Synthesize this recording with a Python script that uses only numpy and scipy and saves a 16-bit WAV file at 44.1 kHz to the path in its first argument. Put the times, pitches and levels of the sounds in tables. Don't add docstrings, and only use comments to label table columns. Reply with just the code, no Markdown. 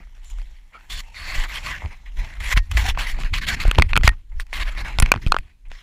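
import sys
import numpy as np
from scipy import signal
from scipy.fft import next_fast_len
from scipy.io import wavfile

SR = 44100
rng = np.random.default_rng(int(sys.argv[2]) if len(sys.argv) > 2 else 0)


def ratio(d):
    e = np.asarray(d, float) / 20
    return 10 ** e


def wav_out(sig):
    wavfile.write(sys.argv[1], SR, np.round(np.clip(np.atleast_2d(sig).T, -1, 1) * 32767).astype(np.int16))


N = 256794


def drag(grains_per_s=2200, patch_db=2.1, judder_db=1.6):
    # frequency in Hz, level in dB per Hz.
    drag_colour = [(180, -42), (300, -15), (476, -21), (641, -7.5), (835, -13), (968, -1), (1370, -5),
                   (2040, 3), (2790, -4), (4420, -15), (4960, -13), (7500, -19), (8280, -23), (14800, -28),
                   (15500, -27)]
    # start in s, end in s, pitch in Hz, level in dB re the drag.
    singing = [(.245, 0.327, 3560, -8), (.245, 0.325, 7150, 4), (0.735, 0.786, 1330, 8),
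               (0.728, 0.778, 2280, 7), (0.89, 1.01, 3510, 1.5), (1.025, 1.135, 905, -2),
               (1.033, 1.13, 2700, -2), (1.15, 1.36, 4400, -11), (1.7, 1.79, 1950, -3),
               (2.767, 2.812, 2130, 3), (2.835, 2.895, 760, -9), (2.982, 3.697, 4390, -17),
               (1.34, 1.46, 2000, -5), (3.485, 3.55, 2250, -3), (4.53, 4.57, 2100, -3),
               (4.6, 4.635, 2300, -3), (4.6, 4.64, 3700, -6), (4.67, 4.695, 2100, -2),
               (4.795, 4.815, 5500, -13), (5.4, 5.62, 2500, -3), (5.72, 5.82, 5450, -8)]
    dull_gain, middle_gain, edge_gain, bright_gain = strokes()

    sizes = ratio(2.5 * np.minimum(rng.exponential(1, (2, N)), 4)) * rng.standard_normal((2, N))
    grains = sizes * (0.6 + 1.5 * (rng.random(N) < grains_per_s / SR))

    edges_hz = np.geomspace(290, 17500, 21)
    hz, colour_db = np.transpose(drag_colour)
    parts = np.zeros((4, N))
    for k, (low, high) in enumerate(zip(edges_hz, edges_hz[1:])):
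        centre = np.sqrt(low * high)
        patch = patch_db * (drift(7.9) + 0.87 * drift(30.0))
        gain_db = np.interp(np.log(centre), np.log(hz), colour_db) + patch
        part = np.searchsorted([1000, 2900, 5200], centre)
        parts[part] += ratio(gain_db) * band(grains[k % 2], low, high)
    dull, middle, edge, bright = [rms_one(p) for p in parts]
    rub = dull_gain * dull + middle_gain * middle + edge_gain * edge + bright_gain * bright

    t = np.arange(N) / SR
    for start, end, wall_hz, db in singing:
        stroke = np.clip(np.minimum(t - start, end - t) / 0.01, 0, 1)
        wall = rms_one(ring(grains[0], wall_hz, 40 / wall_hz))
        rub += ratio(db) * middle_gain * stroke * wall

    judder = ratio(judder_db * drift(40.0))
    passband = signal.ellip(10, 0.5, 50, 15300, fs=SR, output="sos")
    return signal.sosfilt(passband, judder * rub)


def strokes():
    # start in s, length in s, level in dB, swell to the end in dB, hardness in dB.
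    sweeps = [(0.238, 0.083, -71.5, 0, 25), (0.36, 0.1, -68, -4, 18), (0.723, 0.134, -51.8, -8.0, -21.5),
              (0.901, 0.104, -39, 1.8, 12), (1.148, 0.3, -40.1, 9.4, 2.9), (1.485, 0.1, -39.7, 7.1, 4),
              (1.638, 0.025, -40, 8, 2), (1.663, 0.12, -30.5, -10, 2), (2.403, 0.092, -35.3, 3.3, 4.2),
              (2.501, 0.031, -31, 5, 8), (2.564, 0.012, -25, 9, -1), (2.576, 0.007, -17, -8, -3),
              (2.716, 0.005, -31, -4, 6), (3.247, 0.048, -31.2, -17.1, -3.4),
              (3.338, 0.048, -26.4, -4.6, 4.7), (3.417, 0.03, -30.5, -1.8, 2.8), (3.468, 0.02, -32, 10, 4),
              (3.488, 0.06, -22, -8, 4), (3.565, 0.035, -38.0, 0, -3), (3.602, 0.036, -28.5, -2, 4),
              (3.645, 0.06, -35, 0, -2), (3.892, 0.025, -39, -2, -2), (4.036, 0.036, -33, 6, 4),
              (4.074, 0.064, -55.2, 7.5, -8.4), (4.404, 0.018, -38, -8, 11), (4.532, 0.05, -29, -3, 5),
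              (4.598, 0.035, -31, -1, 1), (4.646, 0.048, -40.2, 10, -4), (4.707, 0.136, -42.1, 1.4, -3.2),
              (5.216, 0.09, -48.9, -7.3, 4.9), (5.703, 0.14, -53.2, 1.2, 2.8)]
    rubs = [(0, 0.034, -54.3, -2.9, -23.3), (1.28, 0.183, -38.4, 1.9, -4.5),
            (1.537, 0.042, -50.2, 0.9, 20.8), (1.797, 0.084, -44.7, -4.5, -11.1),
            (1.907, 0.04, -42.9, -4.7, -5.5), (2.062, 0.04, -49, -6, 3), (2.172, 0.222, -39.5, -11, 0),
            (2.737, 0.02, -39, 1, 5), (2.772, 0.14, -25.2, -20.1, 8.5), (2.856, 0.048, -30.9, 5.2, 7.5),
            (2.953, 0.019, -41.1, -13.5, -2.0), (2.976, 0.012, -30, 0, -6), (2.988, 0.137, -27, -13, 4),
            (3.071, 0.045, -47.5, 4.2, 16.7), (3.128, 0.066, -41.7, -3, -0.8), (3.187, 0.036, -37.4, 1, 4),
            (3.724, 0.14, -41.9, -8.6, -1.6), (3.947, 0.068, -56, 6, -14),
            (4.32, 0.071, -58.5, -20.4, -22.2), (4.58, 0.02, -36, 0, 0), (4.775, 0.04, -37, 2, -1),
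            (4.849, 0.122, -32.0, -12, -1.7), (4.971, 0.119, -48.5, 11.3, -5.2),
            (5.103, 0.093, -50.2, -5.2, -6.4), (5.331, 0.049, -58.3, 5.9, -9.4), (5.39, 0.13, -60, -6, 3),
            (5.655, 0.025, -60.1, -1.2, -8.3)]
    # dull part in dB, rise in dB per s, fall in dB per s.
    sweep_rule = (-14.9, 3000, 1500)
    rub_rule = (-9, 2000, 1170)
    # time in s, pressure in dB.
    rest = [(0.0, -65.1), (0.4, -58.2), (0.69, -65.4), (0.85, -59.0), (1.08, -57.0), (1.6, -45.3),
            (2.03, -60.8), (2.13, -59.6), (2.6, -56.1), (2.71, -60.7), (3.4, -58.1), (4.0, -59.8),
            (4.29, -71.9), (4.39, -57.9), (4.46, -67.2), (4.52, -60.4), (5.36, -61.3), (5.56, -76)]
    # dull, middle, edge and bright part in dB.
    rest_parts_db = (-7, -0.7, -5, -8)
    t = np.arange(N) / SR
    rest_s, pressure_db = np.transpose(rest)
    power = ratio(np.interp(t, rest_s, pressure_db) + np.array(rest_parts_db)[:, None]) ** 2
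    for rows, (dull_db, rise, fall) in ((sweeps, sweep_rule), (rubs, rub_rule)):
        for start, length, db, swell_db, hard_db in rows:
            near = slice(max(int((start - 0.1) * SR), 0), int((start + length + 0.15) * SR))
            age = t[near] - start
            swell = swell_db * np.clip(age / length, 0, 1)
            hard = hard_db + 0.13 * swell
            level = db + swell - rise * np.maximum(-age, 0) - fall * np.maximum(age - length, 0)
            parts = [dull_db - 0.25 * hard, 0 * hard, -7.7 + 0.77 * hard, -15.8 + hard]
            power[:, near] += ratio(level + np.array(parts)) ** 2
    return np.sqrt(power)


def cavity(x, shift):
    # frequency in Hz, width in Hz, gain in dB.
    peaks = [(4400, 450, 3), (4980, 300, -6), (5450, 300, 3), (6200, 400, -3), (7050, 400, 3),
             (7650, 300, 2), (8500, 500, -3), (10500, 1400, 3.5), (11900, 700, -3)]
    for hz, width_hz, db in peaks:
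        w, lift = 2 * np.pi * shift * hz / SR, ratio(db / 2)
        spread = np.sin(w) * width_hz / hz / 2
        zeros = [1 + spread * lift, -2 * np.cos(w), 1 - spread * lift]
        poles = [1 + spread / lift, -2 * np.cos(w), 1 - spread / lift]
        x = signal.lfilter(zeros, poles, x)
    return x


def covered_drag():
    rub = drag()
    covered = np.clip(drift(2.5) - 0.3, 0, 1)
    return (1 - covered) * cavity(rub, 1) + covered * cavity(rub, 0.92)


def impacts():
    # time in s, peak in dB, ring in Hz, bright crack in dB relative to the ring,
    # case modes in dB relative to the ring.
    stems = [(0.179, -43, 1730, -19, -21), (0.2465, -48.5, 3570, 12, -10), (0.3009, -40.5, 2570, 6.5, -2),
             (0.386, -37, 1590, -5, -16), (0.4165, -36.5, 1250, -6, -6), (0.8095, -40, 2100, -29, -3),
             (1.1443, -30, 2130, -23, 3), (2.7146, -18, 3600, -1, -4), (2.9749, -14, 1100, -28, -17),
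             (3.2352, -20, 2450, -27, -6), (3.6526, -14.5, 710, -30, -7), (3.7494, -18, 2390, -22, -15),
             (4.3988, -16, 1930, -9, -37), (4.4674, -41.5, 2640, 1, -12), (4.5297, -14.5, 1970, -31, -28),
             (5.0234, -6, 4600, 0, -4), (5.1515, -22.5, 2340, -31.5, -9),
             (5.1609, -16.5, 1134, -24.5, -8.5), (5.1756, -27.5, 1700, -32, -13),
             (5.2644, -18, 700, -10, 2), (5.2725, -19.5, 3750, -25, -0.5), (5.3866, -16.5, 2000, -7.5, -12),
             (5.7165, -24.5, 2015, -39, -38)]
    snaps = [(2.7717, -7, 2020, -18, -34), (3.3394, -11, 2130, -15, 0), (3.713, -4.5, 1470, -7, -1.5),
             (3.7563, -16, 2720, -18, -6.5), (3.7824, -10, 1750, -24, -10), (3.7854, 5, 1060, -23, -9),
             (3.7975, -7, 1280, -17, -6), (3.8222, 3, 2250, -16, -7.5), (3.9331, -4.5, 2236, -19.5, -18.5),
             (3.9567, -6.5, 1293, -28.5, 0.5), (3.9652, 3, 2290, -19, -6.5), (3.9752, 0, 1377, -6.5, 11),
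             (4.0349, -10, 2310, -27, -18), (4.0772, 10, 2250, -8, -16.5), (4.0914, -7, 1923, -9, -12),
             (4.9868, -4, 2116, -11, -7), (5.0006, -4.5, 4700, 9, -3), (5.0263, -2, 2000, -18, -12),
             (5.0607, -13, 2420, -39, -17), (5.1178, 14.5, 1535, -16.5, -3),
             (5.1397, -11, 1410, -37.5, -19.5), (5.3211, 5, 1500, -22, -12),
             (5.3442, -7.5, 1246, -33, -22.5), (5.3656, -5, 1360, -37, -19)]
    further_ticks = [(0.072, -47, 1500, -20, -10), (0.792, -42, 2200, -25, -8), (0.9046, -27, 3600, -8, -6),
                     (1.4893, -32, 3500, -6, -6), (1.577, -27, 4500, 0, -6), (1.8594, -30, 1010, -14, -3),
                     (2.354, -38, 2200, -4, -6), (2.5165, -14, 2090, -8, -4), (2.5375, -20, 2500, -12, -4),
                     (2.5755, -7, 1900, -20, -3), (2.9489, -29, 2020, -20, -10), (3.188, -25, 900, -25, -8),
                     (3.2035, -25, 2790, -4, -6), (3.637, -20, 1500, -8, -3), (3.679, -24, 2200, 2, -6),
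                     (3.811, -26, 2300, -6, -6), (4.0105, -27, 1100, -25, -8), (4.04, -22, 2510, -12, -6),
                     (4.545, -19, 2100, -14, -8), (4.751, -29, 1800, -10, -4), (5.033, -22, 1900, -25, -10),
                     (5.282, -30, 3000, -2, -6), (5.685, -60, 3000, 12, -10)]
    return ticks(stems) + ticks(snaps) + ticks(further_ticks)


def ticks(contacts, cycles=7.2, rattle_db=-12, settle_db=-38):
    # frequency in Hz, level in dB, decay by 60 dB in s.
    case_modes = [(1456, -3.5, 0.0093), (2510, 2.5, 0.0071), (3090, -4, 0.0047), (4200, -9.5, 0.0081),
                  (6200, -24.5, 0.0014), (10300, -22.5, 0.0038)]
    out, t = np.zeros(N + 4096), np.arange(4096) / SR
    rattles = rng.standard_normal((len(contacts), 4096))
    strengths = rng.standard_normal((len(contacts), 8))
    for (s, peak_db, hz, crack_db, case_db), rattle, strength in zip(contacts, rattles, strengths):
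        push = ratio(rattle_db) * rattle * np.exp(-t / 0.00115)
        push[0] = -1
        settle = ratio(settle_db) * band(rattle, 700, 4600) * np.exp(-t / 0.0041)
        blow = push + settle

        case = 0
        for (mode_hz, db, t60), d in zip(case_modes, strength):
            case = case + ratio(db + 2 * d) * ring(blow, mode_hz, t60)
        stem = band(ring(blow, hz, cycles / hz), 0.28 * hz, min(5.2 * hz, SR / 2.2))
        body = stem + ratio(case_db) * band(case, 700, 9000, order=1)

        snap = push * np.exp(-t / 0.0012) + 0.5 * rattle * np.exp(-t / 0.0005)
        crack = band(snap, 4500, 10200)
        tick = body / np.abs(body).max() + ratio(crack_db - 2.0) * crack / np.abs(crack).max()
        at = round(s * SR)
        out[at:at + 4096] += ratio(peak_db) * tick
    return out[:N]


def grip():
    # time in s, level in dB, time to lose 12 dB in s.
    sways = [(0, -32.3, 0.195), (0.219, -35.9, 0.174), (0.367, -24.9, 0.139), (0.972, -28.3, 0.121),
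             (1.296, -30.5, 0.104), (1.383, -8.0, 0.034), (1.524, -28.5, 0.199), (1.866, -34.4, 0.276),
             (2.083, -32.3, 0.148), (2.185, -19.5, 0.069), (2.381, -22.9, 0.075), (2.483, -17.7, 0.054),
             (2.577, -10.1, 0.044), (2.8, -27.1, 0.07), (2.922, -15.0, 0.167), (3.132, -17.2, 0.172),
             (3.248, -12.7, 0.034), (3.356, -20.9, 0.211), (3.685, -14.4, 0.114), (3.801, -5.2, 0.04),
             (3.929, -10.6, 0.06), (3.991, -10.9, 0.056), (4.086, -18.4, 0.082), (4.369, -17.3, 0.067),
             (4.613, -17.2, 0.11), (4.803, -24.0, 0.244), (5.001, -16.8, 0.149), (5.277, -11.0, 0.052),
             (5.393, -16.3, 0.021), (5.698, -23.4, 0.037)]
    # time in s, level in dB, time to lose 12 dB in s, bump in dB relative to the shake.
    shakes = [(0, -22.2, 0.014, -19.2), (0.925, -38.1, 0.058, -19.3), (1.273, -33.2, 0.216, -34.9),
              (1.384, -33.5, 0.059, -7.3), (1.684, -28.2, 0.147, -17.6), (1.854, -16.1, 0.028, -21.8),
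              (2.227, -28.4, 0.078, -17.3), (2.416, -22.3, 0.059, -31.9), (2.577, -9.0, 0.039, -44.0),
              (2.77, -4.2, 0.063, -36.3), (2.848, -15.9, 0.103, -20.9), (3.198, -39.7, 0.063, -0.1),
              (3.326, -13.4, 0.021, -24.8), (3.52, -21.5, 0.2, -15.4), (3.675, -10.7, 0.027, -19.0),
              (3.793, -20.0, 0.022, 9.4), (3.859, -17.0, 0.167, -39.7), (3.97, -10.6, 0.035, -11.6),
              (4.048, -4.6, 0.033, -34.8), (4.096, -14.2, 0.029, -22.0), (4.596, -20.6, 0.025, -22.2),
              (4.869, -31.8, 0.174, -10.9), (5.022, -28.7, 0.053, 4.5), (5.159, -11.8, 0.024, -14.7),
              (5.274, -36.9, 0.058, 7.6), (5.403, -35.5, 0.103, -34.7), (5.649, -46.6, 0.064, -37.5)]
    at, shake_db, length, bump_db = np.transpose(shakes)
    rocking = efforts(*np.transpose(sways)) + ratio(-49)
    shaking = efforts(at, shake_db, length)
    bumping = efforts(at, shake_db + bump_db, length)
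    bumping = bumping + ratio(-19) * strokes()[1] + ratio(-69.5)

    white = rng.standard_normal((3, N))
    sway = evened(white[0], 16, 45.3, share=0.17)
    shake = evened(white[1], 42, 95, share=0.26)
    slope = signal.lfilter([1], [1, -0.992], signal.lfilter([1], [1, -0.98], white[2]))
    bump = evened(slope, 90, 560, share=0.1)

    swings, dip = jolts()
    rocked = rocking * (sway + ratio(-45) * shake + ratio(-40) * bump)
    handled = rocked + ratio(-6.5) * shaking * shake + bumping * bump
    return dip * ratio(-2.0) * handled + swings


def jolts():
    # time in s, level in dB, swing in Hz, damping per swing, direction as a signed factor.
    blows = [(1.36, -17, 30, 2.5, -1), (1.381, -13, 26, 1.1, 1), (2.541, -14, 41, 0.1, 1),
             (2.571, -11, 95, 2.2, 1), (2.749, -15, 54, 0.15, 1), (2.887, -14, 45, 1.5, 1),
             (3.659, -11, 22, 1.8, 1), (3.651, -11.5, 38, 1.2, -1), (3.681, -5, 45, 3.1, -0.97),
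             (3.7837, -2.5, 69.5, 1.2, -0.88), (4.044, -5.5, 70, 1.6, -0.92),
             (4.077, -3.5, 48.4, 1.6, 0.83), (4.988, -8, 45, 2.8, -1), (4.999, -5, 14, 5, 1),
             (5.025, -3.5, 90, 2.5, 1), (5.031, -5, 33, 2.6, -1), (5.2645, -7, 85, 2.5, -1),
             (5.273, -9, 19, 2, 1)]
    t, out, dip = np.arange(N) / SR, 0, 1
    for s, db, hz, damping, direction in blows:
        turns = np.maximum(t - s, 0) * hz
        onset = 1 - np.exp(-(8 + 20 * damping) * turns)
        decay = np.exp(-damping * turns) / (1 + (turns / 3.1) ** 8)
        out = out + direction * ratio(db + 5.0) * np.sin(2 * np.pi * turns) * decay * onset
        dip_start = np.clip((t - s) / 0.015 + 1, 0, 1)
        release = np.exp(-0.6 * damping * turns - (turns / 3.6) ** 4)
        dip = dip * (1 - 0.85 * dip_start * release)
    return band(out, 9.4, 330, order=1), dip


def efforts(times, levels_db, lengths):
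    t, level_db = np.arange(0, N + 40, 40) / SR, -120
    for s, db, length in zip(times, levels_db, lengths):
        away = np.maximum((s - t) / 0.68, t - s)
        level_db = np.maximum(level_db, db - 12 * away / length)
    return ratio(np.interp(np.arange(N) / SR, t, level_db))


def creak():
    # start in s, end in s, slips per s, ring in Hz.
    seam = (1.82, 1.868, 95.5, 954)
    start, end, per_s, hz = seam
    times = np.arange(start, end, 1 / per_s)
    slips, chance = np.zeros(N), rng.standard_normal((16, 2))[:len(times)]
    slips[((times + 0.001 * chance[:, 0]) * SR).astype(int)] = ratio(-27 + 2 * chance[:, 1])
    return band(ring(slips, hz, 0.0085), 390, 2500)


def clasp():
    # time in s, level in dB, decay by 60 dB in s.
    knocks = [
        (2.583, -35.5, 0.17),
        (4.075, -8, 0.078),
    ]
    out = 0
    for s, db, t60 in knocks:
        knock = ratio(db) * (np.arange(N) == round(s * SR))
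        out = out + ring(knock, 1860, t60)
    return out


def hiss():
    return ratio(-76.5) * rms_one(band(rng.standard_normal(N), 100, 8000, order=1))


def rms_one(x):
    return x / np.sqrt(np.mean(x ** 2) + 1e-20)


def band(x, low_hz, high_hz, order=2):
    return signal.sosfilt(signal.butter(order, [low_hz, high_hz], "band", fs=SR, output="sos"), x)


def drift(rate):
    r = np.exp(-80 * np.pi * rate / SR)
    slow = signal.lfilter([1], [1, -2 * r, r * r], rng.standard_normal(N // 40 + 2002))[2000:]
    return np.interp(np.arange(N) / 40, np.arange(len(slow)), rms_one(slow))


def ring(clicks, hz, t60):
    r, w = ratio(-60 / (t60 * SR)), 2 * np.pi * hz / SR
    return signal.lfilter([0, np.sin(w)], [1, -2 * r * np.cos(w), r * r], clicks + 1e-18)


def evened(x, low_hz, high_hz, share):
    x = band(x, low_hz, high_hz)
    swell = np.abs(signal.hilbert(x, next_fast_len(N))[:N])
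    flattened = x / (swell + 0.13 * np.mean(swell)) ** np.clip(share, 0, 1)
    return rms_one(band(flattened, low_hz, high_hz))


def scene():
    return (covered_drag() + impacts() + grip() + creak() + clasp() + hiss())[None]


def roll_off(x):
    return signal.sosfilt(signal.butter(12, 16550, fs=SR, output="sos"), x)


def record(dry):
    clipped = np.clip(dry, -0.84, 0.84)
    low_pass = signal.cheby2(10, 50, 16600, fs=SR, output="sos")
    return roll_off(signal.sosfilt(low_pass, clipped))


dry = scene()
out = record(dry)
wav_out(out)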